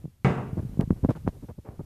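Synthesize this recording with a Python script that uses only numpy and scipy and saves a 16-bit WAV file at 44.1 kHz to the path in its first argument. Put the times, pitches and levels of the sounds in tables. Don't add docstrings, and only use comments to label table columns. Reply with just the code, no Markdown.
import sys
import numpy as np
from scipy import signal
from scipy.fft import rfft, irfft
from scipy.io import wavfile

SR = 44100
rng = np.random.default_rng(int(sys.argv[2]) if len(sys.argv) > 2 else 0)


def int16_out(signal):
    q = np.round(np.clip(np.atleast_2d(signal).T, -1, 1) * 32767)
    wavfile.write(sys.argv[1], SR, q.astype(np.int16))


N = 81585
T = np.arange(N) / SR

# start in seconds, clack gain in dB, thud gain in dB,
# low-pass edge of the contact in Hz.
MOP_CONTACTS = [(0.2468, 3.5, 0, 5880), (0.252, -9.5, -4, 9300), (0.2683, -6.5, -2.5, 3945),
                (0.2896, -11, -6.5, 2850), (0.3038, -5, -7, 2020), (.377, -5, -18, 1520)]
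# frequency in Hz, level in dB, 60 dB decay time in seconds.
MOP_AND_CABINET_MODES = [(131.6, -12.5, 0.086), (178.4, -16, 0.071), (128.4, -23, 0.88), (404, -36.5, 1),
                         (450, -30.5, 0.75), (970, -32.5, 0.34), (1110, -52, 0.29), (1226, -42, 0.31),
                         (1358, -42.5, 0.61), (1432, -52, 1), (1593, -37.5, 0.39), (1997, -37, 0.3),
                         (2238, -31.5, 0.16)]
CLACK_GAIN_DB, CRACK_GAIN_DB = -28, -22

def mop_knock():
    modes = [from_db(db) * np.sin(2 * np.pi * hz * T) * decay(t60)
             for hz, db, t60 in MOP_AND_CABINET_MODES]
    thud = butter(modes[0] + modes[1], 2000, "low")
    ring = sum(mode * (-1) ** k for k, mode in enumerate(modes[2:]))
    clack = from_db(CLACK_GAIN_DB) * room_clack()
    crack = rms_one(butter(rng.standard_normal(N), [940, 2360], "band")) * decay(t60=0.015)
    crack = from_db(CRACK_GAIN_DB) * butter(crack, 2360, "low")
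    out = np.zeros(N)
    add(out, MOP_CONTACTS[0][0], ring + crack)
    for start, clack_db, thud_db, edge_hz in MOP_CONTACTS:
        contact = from_db(clack_db) * clack + from_db(thud_db) * thud
        add(out, start, butter(contact, edge_hz, "low"))
    return butter(out, 76.5, "high")


# frequency in Hz, relative spectral density in dB.
CLACK_SPECTRUM = [(45, -36), (95, -0.5), (170, 3.5), (340, -3), (650, -5.5), (1300, -11.5), (2450, -21),
                  (3300, -33.5), (4800, -40), (8000, -35.5), (10000, -39), (13000, -38)]
# frequency in Hz, 60 dB decay time in seconds.
KITCHEN_T60 = [(80, 1), (250, 0.6), (600, 0.51), (1400, 0.48), (2500, 0.57), (6000, 0.59), (13000, 0.98)]
EARLY_DB, EARLY_T60_S = -4, 0.11

def room_clack():
    edges = np.geomspace(28, 16000, 23)
    white = rng.standard_normal((2, N + SR))
    early = from_db(EARLY_DB) * decay(EARLY_T60_S)
    out = np.zeros(N)
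    for k, (low, high) in enumerate(zip(edges, edges[1:])):
        centre_hz = np.sqrt(low * high)
        envelope = early + decay(at_hz(KITCHEN_T60, centre_hz))
        band = butter(white[k % 2], [low, high], "band")[SR:] * envelope
        density = from_db(at_hz(CLACK_SPECTRUM, centre_hz))
        out += rms_one(band) * density * np.sqrt(np.mean(envelope ** 2) * (high - low))
    total_power = np.sum(np.diff(edges) * from_db(at_hz(CLACK_SPECTRUM, edges[1:])) ** 2)
    return out / np.sqrt(total_power)


# time in seconds, peak level in dB,
# body resonance in Hz, low-pass edge of the contact in Hz.
CASING_KNOCKS = [(0.042, -30, 161, 336), (0.048, -31, 150, 224), (0.055, -27.5, 142, 495),
                 (0.078, -37, 122, 290), (0.5294, -21, 120, 228), (0.5712, -22.5, 173, 428),
                 (0.5771, -30, 203, 444), (0.583, -26, 157, 323), (0.594, -28, 94, 330),
                 (0.63, -27.5, 175, 300), (0.6495, -23.5, 178, 147), (0.693, -31.5, 170, 220),
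                 (0.733, -33.5, 170, 248), (0.743, -40, 260, 1000), (0.773, -25, 148, 430),
                 (0.7929, -9, 194, 219), (0.837, -21.5, 103, 302), (.875, -23.5, 165, 153),
                 (0.906, -8, 186, 306), (0.9064, -26.5, 1050, 1450), (0.9275, -22, 162, 330),
                 (1.032, -17.5, 77, 198), (1.048, -10.5, 212, 704), (1.09, -14.5, 206, 506),
                 (1.0936, -15.5, 250, 557), (1.0959, -17.5, 98, 338), (1.1107, -17, 193, 546),
                 (1.2481, -25.5, 154, 141), (1.2769, -9.5, 156, 1160), (1.442, -37, 114, 560),
                 (1.489, -34, 123, 384), (1.587, -32.5, 241, 396), (1.689, -26.5, 87, 1010),
                 (1.7939, -26, 172, 545), (1.805, -28, 119, 400)]
BODY_Q, Q_LOSS_PER_DB = 1.18, 0.0249
PUSH_CYCLES = 0.057

def close_knocks():
    out = np.zeros(N)
    for time, db, body_hz, edge_hz in CASING_KNOCKS:
        push = -np.exp(-.5 * ((T - time) * edge_hz / PUSH_CYCLES) ** 2) + 1e-18
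        knock = casing(push, body_hz, edge_hz, q=BODY_Q - Q_LOSS_PER_DB * db)
        out += from_db(db) * knock / np.abs(knock).max()
    return out


def casing(force, body_hz, edge_hz, q):
    b, a = signal.iirpeak(body_hz, max(q, .3), fs=SR)
    resonance = signal.lfilter(b, a, force)
    softened = butter(resonance, edge_hz, "low")
    return butter(softened, 38.6, "high")


# start in seconds, length in seconds, rms level in dB,
# body resonance in Hz, low-pass edge in Hz.
CASING_RUBS = [(0.573, 0.037, -32.5, 117, 660), (0.793, 0.051, -29.5, 133, 815),
               (0.903, 0.021, -25.5, 61, 257), (0.957, 0.047, -48, 83.5, 760),
               (1.036, 0.03, -26.5, 96, 535), (1.085, 0.037, -25, 112, 800), (1.15, 0.033, -40, 188, 1180),
               (1.261, 0.038, -30.5, 82, 790), (1.321, 0.08, -50, 76, 610), (1.422, .038, -40.5, 88, 550),
               (1.482, 0.038, -41.5, 109, 800), (1.578, 0.023, -38.5, 65, 407),
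               (1.699, 0.048, -51.5, 85, 790), (1.792, 0.028, -39, 195, 624)]
RUB_RISE, RUB_FALL = 0.11, 0.38
SLIP_SPREAD_DB, RUB_HISS_DB = 6, -43

def close_rubs():
    out, count = np.zeros(N), SR // 10
    for start, length, db, body_hz, edge_hz in CASING_RUBS:
        slips = rng.standard_normal(count) * from_db(SLIP_SPREAD_DB * rng.standard_normal(count))
        progress = T[:count] / length
        envelope = np.clip(np.minimum(progress / RUB_RISE, (1 - progress) / RUB_FALL), 0, 1)
        force = slips * envelope
        body = rms_one(casing(force, body_hz, edge_hz, q=1))
        hiss = from_db(RUB_HISS_DB) * rms_one(force)
        rub = (body + hiss) / np.sqrt(progress[-1])
        add(out, start, from_db(db) * rub)
    return out


# start in seconds, peak level in dB, 60 dB decay time in seconds.
SHARP_TICKS = [(0.8073, -37, 0.018), (0.8102, -29.5, 0.0057), (1.0487, -44, 0.053), (1.091, -42, 0.069),
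               (1.103, -37, 0.12), (1.159, -46.5, 0.15), (1.281, -42, 0.061)]
# frequency in Hz, relative spectral density in dB.
TICK_SPECTRUM = [(500, 9.5), (1200, 3.5), (3000, -2), (7000, -11), (14000, -16.5)]

def ticks():
    out = np.zeros(N)
    for start, db, t60 in SHARP_TICKS:
        snap = noise(TICK_SPECTRUM) * decay(t60)
        add(out, start, from_db(db) * snap / np.abs(snap).max())
    return out


# frequency in Hz, relative spectral density in dB.
SCUFF_SPECTRUM = [(100, -13), (400, 9), (700, -2), (1300, -11.5), (2400, -23.5), (6000, -55), (14000, -43)]
SCUFF_START_S, SCUFF_RISE_S, SCUFF_HOLD_S, SCUFF_T60_S, SCUFF_DB = 1.646, 0.0074, 0.032, 0.33, -47

def mop_scuff():
    age = T - SCUFF_START_S
    rise = np.clip(age / SCUFF_RISE_S, 0, 1)
    fade = from_db(-60 * np.maximum(age - SCUFF_RISE_S - SCUFF_HOLD_S, 0) / SCUFF_T60_S)
    return from_db(SCUFF_DB) * rise * fade * noise(SCUFF_SPECTRUM)


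# time in seconds, rms level in dB.
RUMBLE_ENVELOPE = [(0, -43), (.1, -55.5), (.18, -62.5), (.45, -43.5), (.62, -36.5), (.85, -41.5),
                   (1.2, -43.5), (1.4, -47), (1.6, -56.5), (1.85, -45)]
# frequency in Hz, relative spectral density in dB.
RUMBLE_SPECTRUM = [(20, 1), (45, 8), (85, 13), (180, 2), (320, -10.5), (600, -20.5), (3000, -40),
                   (14000, -81)]

def hand_rumble():
    return level(RUMBLE_ENVELOPE) * noise(RUMBLE_SPECTRUM)


# time in seconds, rms level in dB.
HISS_ENVELOPE = [(0, -66.5), (.19, -73), (.6, -63.5), (1.3, -64.5), (1.48, -65), (1.56, -69), (1.85, -67)]
# frequency in Hz, relative spectral density in dB.
HISS_SPECTRUM = [(1000, 1), (2500, -0.44), (8000, -1.9), (9500, -1.2)]

def faint_hiss():
    return level(HISS_ENVELOPE) * noise(HISS_SPECTRUM)


def from_db(db):
    return 10 ** (np.asarray(db) / 20)


def rms_one(x):
    return x / np.sqrt(np.mean(x ** 2) + 1e-20)


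def at_hz(points, hz):
    frequencies, values = np.transpose(points)
    return np.interp(np.log(np.maximum(hz, 1)), np.log(frequencies), values)


def level(points):
    return from_db(np.interp(T, *np.transpose(points)))


def decay(t60):
    return np.exp(-np.log(1000) * np.minimum(T / t60, 10))


def noise(spectrum):
    gains = from_db(at_hz(spectrum, np.fft.rfftfreq(N, 1 / SR)))
    return rms_one(irfft(rfft(rng.standard_normal(N)) * gains, N))


def butter(x, hz, kind):
    return signal.sosfilt(signal.butter(2, hz, kind, fs=SR, output="sos"), x)


def add(out, start, sound):
    i = int(start * SR)
    out[i:i + len(sound)] += sound[:N - i]


def scene():
    mix = mop_knock() + hand_rumble() + faint_hiss() + mop_scuff()
    mix += close_knocks() + ticks() + close_rubs()
    return mix[None]


CUTOFF_HZ = 14100

def record(dry):
    return signal.sosfilt(signal.ellip(10, .2, 80, CUTOFF_HZ, fs=SR, output="sos"), dry)


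dry = scene()
out = record(dry)
int16_out(out)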